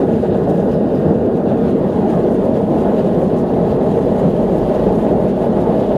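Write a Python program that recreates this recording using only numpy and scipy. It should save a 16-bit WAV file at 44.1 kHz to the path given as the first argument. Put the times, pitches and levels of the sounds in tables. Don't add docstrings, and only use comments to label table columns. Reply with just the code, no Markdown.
import sys
import numpy as np
from scipy import signal
from scipy.fft import rfft, irfft, next_fast_len
from scipy.io import wavfile
from scipy.ndimage import uniform_filter1d, map_coordinates

SR = 44100
rng = np.random.default_rng(int(sys.argv[2]) if len(sys.argv) > 2 else 0)


def generate_wav(sig):
    pcm = np.round(np.clip(np.atleast_2d(sig).T, -1, 1) * 32767).astype(np.int16)
    wavfile.write(sys.argv[1], SR, pcm)


N = 263277

# [f/Hz, relative level/dB]
BOOM_SPECTRUM = [(25, -48), (52, -18), (75, -7.5), (110, -4), (140, -0.5), (190, 4.5), (235, 4), (295, -2),
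                 (370, -19.5), (500, -37)]
ROAR_SPECTRUM = [(170, -36), (240, -20.5), (295, -5), (360, 1), (420, -1.5), (475, 0), (530, -5),
                 (620, -18), (720, -37), (1300, -66)]
RUSH_SPECTRUM = [(350, -37), (520, 4.5), (620, 10), (700, 2.5), (810, 1), (920, -5), (1050, -11),
                 (1200, -16), (1400, -22), (2000, -27), (3500, -67)]
EDGE_SPECTRUM = [(750, -28), (950, -1), (1070, 2), (1250, -3.5), (1450, -6), (1800, -11), (2400, -30)]
# [t/s, level/dB]
MOUTH_LEVEL = [(0, -22), (.18, -28), (.4, -22.5), (.85, -22.5), (1.08, -25), (1.3, -24), (1.6, -22.5),
               (1.9, -21.5), (2.08, -21.5), (2.4, -22), (2.9, -20.5), (3.3, -22), (3.5, -21), (4.5, -22.5),
               (4.8, -19.5), (5.25, -20.5), (5.65, -21.5), (5.85, -19)]
# [t/s, level/dB]
EDGE_LEVEL = [(0, -37), (.2, -48), (.4, -40.5), (.8, -45), (1.07, -40), (1.33, -46), (1.7, -41), (2.2, -47),
              (2.6, -55), (2.8, -43.5), (3.6, -46), (4, -46), (4.8, -52), (5.1, -54), (5.6, -44),
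              (5.97, -58)]
# [peak t/s, length/s, boom rise/dB, roar rise/dB, rush rise/dB]
FLARES = [(0.03, 0.069, -2, 2.5, 2), (0.16, 0.013, 6, 1, 3), (0.25, 0.035, -7, 1, 9.5),
          (0.4, 0.033, -5, 1, -1.5), (0.87, 0.042, 0.5, -4.5, 0.5), (0.92, 0.04, -4.5, 1.5, 0.5),
          (1.1, 0.043, 5.5, 4, 3), (1.3, 0.018, -10.5, 5.5, -1), (1.41, 0.048, -4, -4, 1.5),
          (1.52, 0.019, 3, -2, 2.5), (1.68, 0.069, 1.5, -1.5, -1), (1.75, 0.026, 1, 3.5, -4),
          (1.9, 0.17, -1.0, -1.5, -3.0), (2.01, 0.035, 3, 0, -0.5), (2.14, 0.051, 0.5, -1, 2),
          (2.26, 0.033, -2.5, 6, 1), (2.43, 0.017, -9.5, 0, 1.5), (2.66, 0.025, -2.0, -12.5, -0.5),
          (3.48, 0.063, -3, -2.5, -1.5), (3.79, 0.04, -5, 3.5, -0.5), (3.98, 0.032, -5, 3, 1.5),
          (4.08, 0.043, -1.0, 0, -1), (4.19, 0.04, 0, -1.5, 1.5), (4.26, 0.035, 5.5, -2, 3),
          (4.34, 0.066, -0.5, -1.0, -2), (4.5, 0.095, -0.5, 1, 0), (4.59, 0.053, -3.5, -0.5, 0),
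          (4.73, 0.13, -2.5, -1.5, 0.5), (4.88, 0.03, 2, 5, 0.5), (5.13, 0.04, 0, 2, -0.5),
          (5.37, 0.046, -3, -5.5, -0.5), (5.88, 0.044, -4.5, -2.0, -5.5)]
BOOM_START_DB, BOOM_FADE_DB_PER_S, ROAR_DB = -16.5, 0.09, -17.5
ROAR_HEAVE_DB, HEAVES_PER_S = 0.32, 12
RUSH_FLICKER_DB, FLICKERS_PER_S = 1.3, 16
WANDER_SHARE, WANDERS_PER_S = 0.035, 9

# [f/Hz, relative level/dB]
HISS_SPECTRUM = [(700, -24.5), (1100, 4.5), (1500, 4.5), (1750, 3.5), (2200, -2.5), (2750, -0.3),
                 (3300, -1.9), (3900, -5.5), (4350, -8.5), (4700, -10.5), (5000, -12), (5500, -22),
                 (7000, -35.5), (10000, -61.5)]
SPRAY_SPECTRUM = [(3000, -15), (4900, 0), (5400, 0.5), (6000, 2), (6900, 3), (7550, -1.5), (8100, -1),
                  (8600, -0.2), (9900, 0.8), (10900, -1.5), (11700, -4), (13000, -4), (13600, -3),
                  (14300, -7.5), (15000, -7)]
# [t/s, level about the usual/dB]
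FLOW = [(.08, 1.5), (.5, -0.9), (.86, -2.5), (1, 0.9), (1.3, -3.5), (1.6, -1.6), (1.82, 0.5), (2.15, 1),
        (2.5, -0.8), (2.9, 1.8), (3.3, 0.1), (3.55, 0.5), (3.92, 2), (4.05, 1.5), (4.5, 1.5), (4.8, 3),
        (5.05, 3), (5.2, 0.5), (5.97, 1.1)]
# [peak t/s, length/s, hiss rise/dB, spray rise/dB]
SPURTS = [(.06, 0.033, -5, 0), (.32, 0.035, 0, -4.5), (.5, 0.024, 3, 5.5), (.58, 0.07, 1, 5),
          (.73, 0.043, 5.5, 5.5), (.87, 0.031, 0, -1), (1.37, .035, 2, 4.5), (1.498, 0.055, 3, 0.5),
          (1.68, 0.099, 1.5, 3), (1.8, 0.18, -1.5, -3.5), (2.11, 0.044, 3.5, 3), (2.33, 0.075, -0.5, 2.5),
          (2.45, 0.027, 0, 4.5), (2.57, .04, 3.5, 3), (2.67, .05, -3.5, -1), (2.8, .045, 2, 3),
          (2.99, 0.04, 4.5, 3.4), (3.21, .05, -0.5, 3), (3.385, .04, 1, 4.5), (3.46, 0.071, -1.5, -1.5),
          (3.71, .045, 1, 2.5), (3.79, 0.058, -2.5, -4), (3.98, 0.05, 0, 1), (4.195, 0.026, 3, 4.5),
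          (4.28, 0.033, 3, 1.5), (4.59, 0.031, 2, 2.5), (4.75, .04, 2, 2.5), (4.8, 0.035, 2, -2),
          (4.915, .025, -1, -3), (4.97, .04, -4, 0.5), (5.15, 0.03, -1, -2), (5.3, .04, 3.5, 2),
          (5.345, 0.028, 0, -4), (5.42, 0.089, 2, 3), (5.495, 0.03, -2, -3.5), (5.61, 0.024, 3, 3.5),
          (5.785, 0.088, 4, 3)]
HISS_DB, SPRAY_DB = -46, -59
SPRAY_PER_FLOW = 1.1
FLUTTERS_PER_S, HISS_FLUTTER_DB, SPRAY_FLUTTER_DB = 45, 0.3, 0.65
PRESSURE_DB = 0.7
SIZZLE_DB, SIZZLES_PER_S = 1.1, 660
PATCH_DB = 1.05
# [peak t/s, length/s, pitch f/Hz, level/dB]
WHISTLES = [(0.738, .05, 5100, -59), (.96, .04, 5000, -56), (3.9, .04, 6960, -61), (4.19, .035, 6900, -61)]
WHISTLE_WIDTH_HZ = 420

# [peak t/s, length/s, level/dB]
BRUSHES = [(1.497, 0.046, -49), (1.688, .09, -53)]
# [f/Hz, relative level/dB]
GRIT_SPECTRUM = [(1800, -27), (2700, 0), (3150, -8), (3650, -1), (4400, -14), (7000, -27)]

# [t/s, extra path of their echo/m, echo strength 0-1 before ARM_REFLECTION]
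ARMS = [(0, .31, .31), (1.1, .314, .34), (1.6, .338, .33), (1.75, .385, .29), (1.87, .47, .25),
        (2.15, .72, .32), (2.3, .79, .2), (2.65, .98, 0)]
# [f/Hz, level/dB]
ARM_REFLECTION = [(200, -18), (500, -10), (680, -1), (950, 0), (1200, 0), (1500, 5), (1750, 0), (2150, 0),
                  (2750, -13), (3400, -1), (3900, -12), (5000, -5), (6000, -10), (9000, -16)]
SOUND_M_PER_S = 343
# [t/s, lag/s]
GROUND_LAG = [(0, .00482), (.75, .00481), (1.2, .00487), (1.9, .00485), (2.3, .00479), (3.8, .00473),
              (6, .00472)]

# [f/Hz, relative level/dB]
BREEZE_LEVEL = [(0.0, -45), (0.35, -39), (1.2, -44), (1.85, -42), (2.3, -39), (3.7, -38), (4.85, -30),
                (5.4, -39), (5.75, -36), (5.97, -38)]
BUFFET_SPECTRUM = [(8, -25), (20, -14), (40, 2), (55, 8), (90, -21), (200, -45)]
TOP_HZ = 14950


def flame():
    mouth_db, = curves(MOUTH_LEVEL)
    edge_db, = curves(EDGE_LEVEL)
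    boom_flare_db, roar_flare_db, rush_flare_db = bells(FLARES)
    burning = collapses(rate=3300)
    boom = past_arms(over_ground(wandering(coloured(burning, BOOM_SPECTRUM)), echo=0.11))
    roar = past_arms(over_ground(wandering(coloured(burning, ROAR_SPECTRUM)), echo=0.11))
    rush = past_arms(over_ground(coloured(burning, RUSH_SPECTRUM), echo=0.097))
    edge = over_ground(coloured(collapses(rate=6000), EDGE_SPECTRUM), echo=0.22)

    boom_db = BOOM_START_DB - BOOM_FADE_DB_PER_S * np.arange(N) / SR + boom_flare_db
    roar_db = ROAR_DB + roar_flare_db + ROAR_HEAVE_DB * wobble(HEAVES_PER_S)
    rush_db = mouth_db + rush_flare_db + RUSH_FLICKER_DB * wobble(FLICKERS_PER_S)
    shell = amp(boom_db) * steady(boom, span=0.2) + amp(roar_db) * steady(roar, span=0.14)
    mouth = amp(rush_db) * steady(rush, span=0.28) + amp(edge_db) * edge
    return shell + mouth


def collapses(rate):
    pockets = rng.random(N) < rate / SR
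    return pockets.mean() - pockets


def wandering(x):
    lag_samples = np.cumsum(WANDER_SHARE * wobble(WANDERS_PER_S))
    return delayed(x, lag_samples / SR)


def jet(pressure):
    flow_db, = curves(FLOW)
    hiss_spurt_db, spray_spurt_db = bells(SPURTS)
    hiss = past_arms(over_ground(coloured(turbulence(), HISS_SPECTRUM), echo=0.43))
    spray = past_arms(coloured(turbulence(), SPRAY_SPECTRUM))
    flutter = wobble(FLUTTERS_PER_S)
    grain = amp(SIZZLE_DB * wobble(SIZZLES_PER_S) + PRESSURE_DB * unit(pressure))
    hiss_db = HISS_DB + flow_db + hiss_spurt_db + HISS_FLUTTER_DB * flutter
    spray_db = SPRAY_DB + SPRAY_PER_FLOW * flow_db + spray_spurt_db + SPRAY_FLUTTER_DB * flutter
    return grain * (amp(hiss_db) * hiss + amp(spray_db) * spray)


def turbulence():
    bands = signal.stft(rng.standard_normal(N), nperseg=256)[2]
    field = uniform_filter1d(rng.standard_normal(bands.shape), size=18, axis=0)
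    field = uniform_filter1d(field, size=14, axis=1)
    return signal.istft(bands * amp(PATCH_DB * unit(field)), nperseg=256)[1][:N]


def whistles():
    out = np.zeros(N)
    for peak_s, length, pitch_hz, db in WHISTLES:
        band = filtered(rng.standard_normal(N), lambda hz: 1 / (1 + (2 * (hz - pitch_hz) / WHISTLE_WIDTH_HZ) ** 2))
        swell = bells([(peak_s, length, 1)])[0]
        out += amp(db) * swell * unit(band)
    return out


def tongs():
    stroke = sum(amp(db) * bells([(peak_s, length, 1)])[0] for peak_s, length, db in BRUSHES)
    return stroke * over_ground(coloured(rng.standard_normal(N), GRIT_SPECTRUM), echo=0.3)


def past_arms(x):
    path_m, strength = curves(ARMS)
    scattered = filtered(x, lambda hz: along(ARM_REFLECTION, hz))
    return x - strength * delayed(scattered, path_m / SOUND_M_PER_S)


def over_ground(x, echo):
    lag, = curves(GROUND_LAG)
    return unit(x + echo * delayed(x, lag))


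def breeze():
    level_db, = curves(BREEZE_LEVEL)
    return amp(level_db) * steady(coloured(rng.standard_normal(N), BUFFET_SPECTRUM), span=0.55)


def amp(db):
    return 10 ** (np.asarray(db) / 20)


def unit(x):
    return x / np.sqrt(np.mean(x ** 2) + 1e-20)


def curves(rows):
    s, *cols = np.transpose(rows)
    return [np.interp(np.arange(N) / SR, s, c) for c in cols]


def bells(rows):
    t = np.arange(N) / SR
    return sum(np.outer(rises, 0.5 ** ((2 * (t - peak_s) / length) ** 2)) for peak_s, length, *rises in rows)


def wobble(rate):
    knots = rng.standard_normal(4096)
    return map_coordinates(knots, [np.arange(N) * rate / SR], mode="wrap")


def delayed(x, lag):
    return map_coordinates(x, [np.arange(N) - lag * SR], mode="mirror")


def filtered(x, response):
    m = next_fast_len(N + SR // 2)
    return irfft(rfft(x, m) * response(np.fft.rfftfreq(m, 1 / SR)), m)[:N]


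def along(points, hz):
    f, db = np.transpose(points)
    return amp(np.interp(np.log(hz + 1), np.log(f), db, right=-120))


def coloured(x, spectrum):
    return unit(filtered(x, lambda hz: along(spectrum, hz)))


def steady(x, span):
    window = signal.get_window("hann", SR) ** (1 / max(span, 0.05) ** 2)

    def running_sum(v):
        return signal.fftconvolve(v, window, "same")

    power = np.abs(running_sum(x ** 2) / running_sum(np.ones(N)))
    return x / np.sqrt(power + 1e-12)


def scene():
    fire = flame()
    return (fire + jet(fire) + whistles() + tongs() + breeze())[None]


def record(dry):
    rounded = dry[0] / (1 + np.abs(dry[0]) ** 10) ** (1 / 10)
    soft_ends = signal.get_window(("tukey", 0.001), N)
    return filtered(rounded * soft_ends, lambda hz: hz < TOP_HZ)[None]


dry = scene()
out = record(dry)
generate_wav(out)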